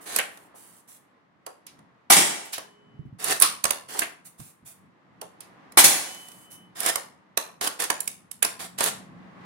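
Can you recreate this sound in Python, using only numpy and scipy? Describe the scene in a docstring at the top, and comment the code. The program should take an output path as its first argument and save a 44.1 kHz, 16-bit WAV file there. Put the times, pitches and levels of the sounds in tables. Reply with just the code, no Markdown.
"""Spring airsoft rifle in a narrow patio.

Two close shots: the piston slams and rebounds, the pellet smacks a box at the far end,
the walls answer and the mainspring rings on. Around the shots the bolt slides and latches,
hands rub and bump the hollow stock, and distant traffic murmurs."""
import sys
import numpy as np
from scipy import signal
from scipy.fft import rfft, irfft
from scipy.io import wavfile
from scipy.ndimage import uniform_filter1d

SR = 44100
rng = np.random.default_rng(int(sys.argv[2]) if len(sys.argv) > 2 else 0)


def log_audio(samples):
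    """Write samples as a 16-bit WAV file to the path given in sys.argv[1]."""
    # one column per channel
    frames = np.atleast_2d(samples).T
    # limit to full scale, then quantise
    limited = np.clip(frames, -1, 1)
    pcm = np.round(limited * 32767).astype(np.int16)
    wavfile.write(sys.argv[1], SR, pcm)


N = 416744

# Source spectra. Each row: frequency in Hz, relative spectral density in dB.
TRAFFIC_SPECTRUM = [(15, -63), (25, -46.5), (114, -5.5), (145, -5.5), (180, -1), (301, -9), (394, -17.5),
                    (575, -18), (936, -17.5), (1130, -16), (1440, -22), (2000, -22), (2350, -28.5),
                    (3080, -32.5), (16000, -63.5)]
BUMP_SPECTRUM = [(40, -26), (90, -4), (140, 11), (210, -3.5), (330, -10.5), (700, -76), (2000, -62)]
SKIN_SPECTRUM = [(100, -19.5), (450, -14), (750, 3), (2000, -1.5), (5000, -5), (8000, 4), (10500, 5),
                 (15500, -2)]
BOLT_SPECTRUM = [(35, -51), (60, -25.5), (262, -6), (448, 1.5), (593, -6.5), (749, 0.5), (862, -2),
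                 (1700, 0.5), (2520, -2), (3270, -2.5), (6740, -4.5), (10000, -2.5), (16000, -14.5)]
CLICK_SPECTRUM = [(24, -44.5), (40, -24), (329, -3.5), (444, -1.5), (831, -2), (1150, 4.5), (1240, -1),
                  (2570, -3), (3140, -6.5), (5050, -5), (5580, -5.5), (8550, -1), (9940, 2.5), (14800, -8),
                  (16000, -12)]
PISTON_SPECTRUM = [(24, -60), (40, -26.5), (87, -19.5), (345, -5.5), (455, -13), (790, 2.5), (1240, -5),
                   (2320, -2), (2700, -7), (2910, -5.5), (3140, -5.5), (7540, -5.5), (10200, -1),
                   (14500, -11), (16000, -19.5)]
PELLET_SPECTRUM = [(24, -61.5), (40, -38), (176, -0.5), (354, -1.5), (444, -4), (770, -3), (1370, -8),
                   (1480, -4), (1950, -1.5), (3830, -2), (4800, -6.5), (6330, 0), (9940, -0.5),
                   (14500, -18), (16000, -14)]
# Patio decay. Each row: frequency in Hz, base T60 in seconds.
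PATIO_DECAY = [(100, 0.24), (300, 0.41), (900, 0.42), (2500, 0.35), (7000, 0.32), (15000, 0.25)]
# Resonances in handling and in shots. Each row: frequency in Hz, width in Hz, gain in dB.
RIFLE_RESONANCES = [(690, 130, -2), (1080, 90, -13), (1820, 38, -4), (2790, 24, -10), (4660, 29, -3),
                    (5470, 38, -2), (6240, 18, 1.5), (7400, 38, -2.5), (8230, 63, -2), (9130, 180, -4.5),
                    (9770, 320, -4), (10430, 330, -6), (11000, 90, -6)]
SHOT_RESONANCES = [(800, 18, -4.5), (914, 19, -11.5), (1953, 55, -2.5), (2290, 32, -1), (3120, 41, -5.5),
                   (3313, 26, -4.5), (4320, 120, -5), (5760, 35, 2.5), (6930, 37, -4.5), (8460, 100, -6.5),
                   (8490, 110, -3), (8800, 45, -6), (9870, 68, -8.5), (9830, 210, -4.5), (14300, 40, 0),
                   (14120, 70, 2.5)]
# Distant traffic. Each row: time in seconds, rumble in dB, tyre roar in dB.
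TRAFFIC_LEVELS = [(0, -64, -53), (1, -68.5, -64), (1.999, -67, -62.5), (3.499, -62, -63.5),
                  (4.9, -66, -62.5), (5.7, -58.5, -54), (7.302, -63.5, -61), (8.2, -62.5, -63),
                  (8.8, -53.5, -57.5), (9.45, -53.5, -51)]
# Hands bumping the stock. Each row: start in seconds, level in dB.
HAND_BUMPS = [(1.786, -59), (2.94, -48), (2.991, -37.5), (3.051, -34.5), (3.125, -42), (4.395, -41),
              (4.626, -49)]
# Skin and sleeve on the stock. Each row: start in seconds, length in seconds, level in dB.
HAND_RUBS = [(0, 0.12, -50), (0.311, 0.165, -58), (0.553, 0.26, -52.5), (0.881, 0.1, -49.5),
             (2.453, 0.022, -43.5), (2.531, 0.02, -29), (4.254, 0.034, -43.5), (4.387, 0.13, -48.5),
             (4.659, 0.072, -45), (6.087, 0.38, -50.5), (6.51, 0.056, -45.5)]
# Bolt travel. Each row: start in seconds, length in seconds, midway level in dB, swell in dB
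# (positive grows louder along the stroke, negative fades), relative rattle of loose parts in dB.
BOLT_SLIDES = [(.06, .14, -34, 10, -12), (3.19, .14, -30, 23, -2), (3.34, 0.037, -35.5, -5, -9),
               (3.408, 0.046, -27.5, 0, -9.5), (3.885, .15, -36.5, 7, -3), (6.755, .15, -30.5, 24.5, -2),
               (7.615, 0.062, -27.5, 0, -3.5), (7.795, 0.065, -28.5, -5, 3), (8.595, .075, -37, -8.5, -8),
               (8.783, .11, -26.5, 6.5, 2.5)]
# Latch and bolt clicks. Each row: time in seconds, tick level in dB, weight (mass behind it) in dB.
LATCH_CLICKS = [(0.1613, -13.5, -5.5), (0.1867, -19.5, -4), (.3728, -49, 11.5), (1.464, -35.5, 3),
                (1.6664, -38.5, -7.5), (1.7896, -61, 14.5), (2.58, -34.5, 14.5), (3.242, -17, -18),
                (3.3995, -15.5, -27.5), (3.4126, -17.5, -12.5), (3.4214, -2, -6.5), (3.6401, -14, -0.5),
                (3.6526, -19.5, 9.5), (3.7064, -15, 3), (3.9914, -13.5, -7), (4.0187, -33.5, 19),
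                (4.4002, -45.5, 6.5), (5.214, -34, 2.5), (5.405, -36, -12), (5.7208, -46.5, 5),
                (6.1458, -42, 2.5), (6.2842, -42, -0.5), (6.317, -43, -8), (6.8035, -20.5, -16.5),
                (6.8612, -16.5, -4), (6.9565, -19, 3.5), (7.3736, -16, 5.5), (7.6111, -26.5, 10),
                (7.6731, -22, 7.5), (7.8006, -23, 0), (7.9012, -17, 10.5), (8.0042, -19, -21.5),
                (8.0758, -19.5, -9.5), (8.3134, -29, -11.5), (8.426, -10, -5), (8.448, -18.5, 6),
                (8.8067, -21.5, 14.5), (8.839, -15.5, -13)]
# Rifle cavities by name. Each entry: centre in Hz, width in Hz, T60 in seconds.
CAVITY_BANDS = {"stock": (730, 660, .095), "cylinder": (1206, 300, .17), "receiver": (2150, 1350, .11),
                "frame": (4000, 4600, 0.19)}
# Blows that ring a cavity. Each row: start in seconds, level in dB, cavity name.
CAVITY_HITS = [(.185, -22.5, "receiver"), (.187, -31.5, "stock"), (.541, -51.5, "stock"),
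               (1.465, -39.5, "stock"), (1.79, -56, "stock"), (1.665, -50.5, "frame"), (2.53, -33, "frame"),
               (2.58, -44, "stock"), (3.407, -29.5, "cylinder"), (3.424, -23.5, "cylinder"),
               (3.424, -20.5, "frame"), (3.709, -32.5, "stock"), (3.949, -35.5, "stock"),
               (4.017, -27.5, "receiver"), (5.215, -39.5, "stock"), (5.405, -53.5, "frame"),
               (6.86, -33, "receiver"), (6.966, -36, "stock"), (7.658, -37.5, "stock"),
               (7.902, -34.5, "stock"), (8.423, -26.5, "receiver")]
# Mainspring ringing. Each row: start and end in seconds, hum in dB, whine in dB,
# beating twin in dB relative to the whine.
SPRING_RINGS = [(2.111, 3.146, -54, -49.5, -20), (5.78, 6.743, -75.5, -40.5, -5.5)]
# Shot impacts. Each row: time in seconds, level in dB, body gain below 2 kHz in dB,
# sizzle gain above 11 kHz in dB, T60 in seconds, left minus right in dB.
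PISTON_HITS = [(2.1012, -10, 3.5, 2, 0.073, -1), (2.120, -9.5, -9, -4.5, 0.18, 0),
               (5.7735, -8, 2.5, 1.5, 0.079, 0), (5.791, -11, -11, -3.5, 0.089, 4.5)]
PELLET_HITS = [(2.166, -13, 1.5, -1, 0.28, -0.27), (5.841, -8.5, -2.5, 6.5, 0.16, -1.8)]


def undb(db):
    """Decibels to gain."""
    return 10 ** (np.asarray(db) / 20)


def unit(x):
    """Scale to rms 1."""
    return x / np.sqrt(np.mean(x ** 2))


def pan(db):
    """Constant-power gains for a left minus right level."""
    return unit(undb([[db / 2], [-db / 2]]))


def add(out, start_s, x):
    """Mix x into out from start_s on."""
    i = max(int(start_s * SR), 0)
    out[:, i:i + x.shape[-1]] += x[..., :N - i]


def piece(x, start_s, t):
    """Stretch of x from start_s, as long as t."""
    return np.take(x, int(start_s * SR) + np.arange(len(t)), axis=-1, mode="wrap")


def log_interp(hz, points):
    """Read (Hz, value) points on a log-frequency axis."""
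    knots_hz, values = np.transpose(points)
    return np.interp(np.log(hz + 1), np.log(knots_hz), values)


def noise_bands(colour, edges_hz=(), coherent_hz=500):
    """Coloured stereo noise in overlapping bands; the bass is alike in both ears."""
    hz = np.arange(N // 2 + 1) * SR / N
    mid, side = rfft(rng.standard_normal((2, N)))
    coherence = .55 / (1 + (hz / coherent_hz) ** 4)
    stereo = mid * np.sqrt(1 + coherence) + np.array([[1], [-1]]) * side * np.sqrt(1 - coherence)
    spectrum = stereo * undb(log_interp(hz, colour))
    lowpasses = [0 * hz] + [1 / (1 + (hz / edge) ** 8) for edge in edges_hz] + [1 + 0 * hz]
    return [irfft(spectrum * band, N) for band in np.diff(lowpasses, axis=0)]


def roughness(depth_db, grain_samples):
    """Fast random gain flicker."""
    return undb(depth_db * unit(uniform_filter1d(rng.standard_normal(N), size=grain_samples)))


def burst(t, rise_s, hold_s, t60_s):
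    """Quick rise, brief contact, free decay."""
    return np.minimum(t / rise_s, 1) * undb(-60 * np.maximum(t - hold_s, 0) / t60_s)


def strike(t, lead_s, hold_s, t60_s, graze_db):
    """Parts graze with growing force, meet at lead_s, then ring down."""
    graze = undb(graze_db - 30 * (1 - np.minimum(t / lead_s, 1)))
    return np.where(t < lead_s, graze, burst(t - lead_s, .00037, hold_s, t60_s))


def ring(x, modes):
    """Add body resonances at constant total energy."""
    y = x + sum(undb(db) * signal.lfilter(*signal.iirpeak(hz, hz / width_hz, SR), x + 1e-18)
                for hz, width_hz, db in modes)
    return y * np.std(x) / np.std(y)


def glance(x, paths, gain):
    """A bounce off hand or stock combs the treble; paths (0-1) sets each ear's delay."""
    lags = np.interp(paths, [0, 1], [8, 64]).astype(int)
    bounce = np.array([np.pad(ear, (lag, 0))[:len(ear)] for ear, lag in zip(x, lags)])
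    return (x + gain * bounce) / np.hypot(1, gain)


def far_ear(x, lag_samples=18):
    """The rifle is on the right, so the left ear hears it later."""
    return np.array([np.pad(x[0], (lag_samples, 0))[:N], x[1]])


def patio(x, t60_scale=1, gap_s=.0041, build_s=.004, flutter_s=.0128):
    """Dense wall reflections, pulsing as sound crosses the passage."""
    t = np.arange(SR) / SR
    edges_hz = 150 * 2. ** np.arange(7)
    centres_hz = np.append(edges_hz, 2 * edges_hz[-1]) / np.sqrt(2)
    bands = noise_bands([(20, 0), (20000, 0)], edges_hz)
    t60s_s = t60_scale * log_interp(centres_hz, PATIO_DECAY)
    tail = sum(band[:, :SR] * undb(-60 * t / t60_s) for band, t60_s in zip(bands, t60s_s))
    onset = np.clip((t - gap_s) / build_s + .5, 0, 1)
    flutter = 1 + .3 * np.cos(2 * np.pi * t / flutter_s)
    return signal.fftconvolve(x, unit(tail * onset * flutter) / np.sqrt(SR), axes=1)[:, :N]


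def traffic(waver_db=-3, engine_hz=181, engine_db=-53):
    """Distant rumble and tyre roar; an engine drone stands out as the rumble grows."""
    t = np.arange(N) / SR
    times_s, *levels_db = np.transpose(TRAFFIC_LEVELS)
    rumble_db, roar_db = (np.interp(t, times_s, db) for db in levels_db)
    knots_s = np.linspace(0, N / SR, 90)
    low_drift, roar_drift, pitch_drift = (np.interp(t, knots_s, w) for w in rng.standard_normal((3, 90)))
    rumble, roar = (unit(b) for b in noise_bands(TRAFFIC_SPECTRUM, [300]))
    phase = 2 * np.pi * np.cumsum(engine_hz * (1 + .03 * pitch_drift)) / SR
    drone = np.sin(phase) * undb(engine_db + 2 * (rumble_db - rumble_db.max()))
    low = (rumble * undb(rumble_db) + drone) * undb(waver_db * low_drift)
    return low + roar * undb(roar_db + waver_db * roar_drift / 2)


def hand_bumps():
    """Dull thuds of the grip shifting on the hollow stock."""
    out, t = np.zeros((2, N)), np.arange(SR // 5) / SR
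    thud = unit(noise_bands(BUMP_SPECTRUM)[0])
    envelope = burst(t, rise_s=.0032, hold_s=.0099, t60_s=.17)
    for start_s, db in HAND_BUMPS:
        add(out, start_s, undb(db) * piece(thud, start_s, t) * envelope)
    return out * pan(db=-3)


def friction(strokes, colour, body_db, grain_db, fade_s, pan_db, patio_db):
    """Sliding contact: hiss broken into tiny catches, swelling or fading, ringing the rifle."""
    body, hiss = (unit(b) for b in noise_bands(colour, [2000]))
    catches = unit(roughness(grain_db, grain_samples=110))
    out = np.zeros((2, N))
    for start_s, length_s, db, swell_db, *_ in strokes:
        t = np.arange(int((length_s + 2 * fade_s) * SR)) / SR
        ease = np.sin(np.pi / 2 * np.clip(np.minimum(t, t[-1] - t) / (2 * fade_s), 0, 1)) ** 2
        progress = np.clip((t - fade_s) / length_s, 0, 1)
        push = undb(db + swell_db * (progress - .5)) * ease
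        treble = glance(piece(hiss, start_s, t), rng.random(2), gain=.66)
        scrape = treble + undb(body_db) * piece(body, start_s, t)
        add(out, start_s - fade_s, push * piece(catches, start_s, t) * scrape)
    out = ring(out, RIFLE_RESONANCES)
    return .79 * (far_ear(out) * pan(pan_db) + undb(patio_db) * patio(out))


def hand_rubs(swell_db=-8.5):
    """Soft, bright brushes on plastic, fading as the hand comes to rest."""
    strokes = [(*rub, swell_db) for rub in HAND_RUBS]
    return friction(strokes, SKIN_SPECTRUM, body_db=-16.5, grain_db=1.5, fade_s=.013,
                    pan_db=-4, patio_db=-5.5)


def bolt_slides():
    """The bolt scrapes along its guide."""
    return friction(BOLT_SLIDES, BOLT_SPECTRUM, body_db=-4.5, grain_db=-1, fade_s=.008,
                    pan_db=-2.5, patio_db=-7)


def chatter(rate_hz=35, gain_db=.5, max_clicks=6):
    """Click rows for loose parts, as strong as the slide that shakes them."""
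    rows = []
    for start_s, length_s, db, swell_db, rattle_db in BOLT_SLIDES:
        for k, jitter in enumerate(rng.random(max_clicks)):
            progress = (k + jitter) / (rate_hz * length_s)
            if progress < 1:
                click_db = db + swell_db * (progress - .5) + gain_db + rattle_db
                rows.append((start_s + progress * length_s, click_db, 0))
    return rows


def clicks(tick_patio_db=-11, body_patio_db=-8, lead_s=.004):
    """Hard parts meet: a short tick, plus a clack and low knock that grow with the blow's weight."""
    near, to_walls, t = np.zeros((2, N)), np.zeros((2, N)), np.arange(SR // 10) / SR
    bands = [unit(b) for b in noise_bands(CLICK_SPECTRUM, [2000, 7000], coherent_hz=1297)]
    envelopes = [strike(t, lead_s, hold_s=.0028, t60_s=t60_s, graze_db=-12)
                 for t60_s in (.045, .022, .016)]
    for time_s, db, weight_db in LATCH_CLICKS + chatter():
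        parts_db = (weight_db - 10, .43 * weight_db - 5, 0)
        knock, clack, tick = (undb(db + part_db) * piece(band, time_s, t) * envelope
                              for part_db, band, envelope in zip(parts_db, bands, envelopes))
        paths = rng.random(2)
        clack, tick = (glance(x, paths, gain=.55) for x in (clack, tick))
        pan_db = -8 + .15 * weight_db  # heavy blows shake the whole rifle and sound more central
        add(near, time_s - lead_s, .83 * knock * pan(pan_db / 2) + (clack + tick) * pan(pan_db))
        add(to_walls, time_s - lead_s, undb(body_patio_db) * (knock + clack) + undb(tick_patio_db) * tick)
    return ring(far_ear(near) + patio(to_walls), RIFLE_RESONANCES)


def cavities(pan_db=-2, patio_db=-7):
    """Clustered shell and cavity resonances ring on after a blow."""
    out, t = np.zeros((2, N)), np.arange(SR // 2) / SR
    for start_s, db, cavity in CAVITY_HITS:
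        hz, width_hz, t60_s = CAVITY_BANDS[cavity]
        edges_hz = [max(hz - width_hz / 2, hz / 4), hz + width_hz / 2]
        band = signal.butter(2, edges_hz, "bandpass", fs=SR, output="sos")
        cluster = unit(signal.sosfilt(band, rng.standard_normal((2, len(t)))))
        add(out, start_s, undb(db) * cluster * burst(t, rise_s=.0015, hold_s=.011, t60_s=t60_s))
    return out * pan(pan_db) + undb(patio_db) * patio(out)


def mainspring(hum_hz=414.5, hum_t60_s=6, whine_hz=3009, whine_t60_s=2.6, beat_hz=2.45, damp_s=.095):
    """The released coil hums and whines in a beating pair until the hand damps it."""
    out = np.zeros((2, N))
    ear_phase = np.array([[0], [np.pi / 2]])  # unequal distances to the ears
    for start_s, end_s, hum_db, whine_db, twin_db in SPRING_RINGS:
        t = np.arange(int((end_s - start_s) * SR)) / SR
        modes = [(hum_hz, hum_db, hum_t60_s), (whine_hz, whine_db, whine_t60_s),
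                 (whine_hz + beat_hz, whine_db + twin_db, whine_t60_s)]
        tones = sum(undb(db - 60 * t / t60_s) * np.sin(2 * np.pi * hz * t + ear_phase)
                    for hz, db, t60_s in modes)
        add(out, start_s, tones * np.minimum((t[-1] - t) / damp_s, 1))
    return out


def impacts(hits, colour, hold_s, rattle_db, lead_s, graze_db):
    """Violent blows: a dense crack that rattles as it dies."""
    out, t = np.zeros((2, N)), np.arange(SR // 2) / SR
    body, crack, sizzle = noise_bands(colour, [2000, 11000])
    rms = np.std(body + crack + sizzle)
    rattle = roughness(rattle_db, grain_samples=90)
    for time_s, db, body_db, sizzle_db, t60_s, pan_db in hits:
        treble = piece(crack, time_s, t) + undb(sizzle_db) * piece(sizzle, time_s, t)
        treble = glance(treble, rng.random(2), gain=.63)
        sound = (undb(body_db) * piece(body, time_s, t) + treble) * piece(rattle, time_s, t) / rms
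        force = strike(t, lead_s, hold_s, t60_s, graze_db) * np.minimum(t / lead_s, 1)
        add(out, time_s - lead_s, sound * force * undb(db) * pan(pan_db))
    return out


def shots(piston_patio_db=-5, pellet_patio_db=-4):
    """Piston slam and rebound, then pellet on the box; a long, strong tail follows each shot."""
    piston = impacts(PISTON_HITS, PISTON_SPECTRUM, hold_s=.015, rattle_db=1.5, lead_s=.004, graze_db=-8)
    pellet = impacts(PELLET_HITS, PELLET_SPECTRUM, hold_s=.0074, rattle_db=-1.8, lead_s=.007, graze_db=-5)
    walls = patio(undb(piston_patio_db) * piston + undb(pellet_patio_db) * pellet, t60_scale=1.76)
    return ring(piston + pellet + walls, SHOT_RESONANCES)


def scene():
    """Rifle and hands over distant traffic."""
    rifle = shots() + clicks() + cavities() + bolt_slides() + mainspring()
    return rifle + hand_rubs() + hand_bumps() + traffic()


def record(dry, top_hz=15800):
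    """Soft peak clipping, then a steep low-pass."""
    lowpass = signal.ellip(10, .2, 70, top_hz, fs=SR, output="sos")
    return signal.sosfilt(lowpass, 1.18 * np.tanh(dry / 1.204))


dry = scene()
out = record(dry)
log_audio(out)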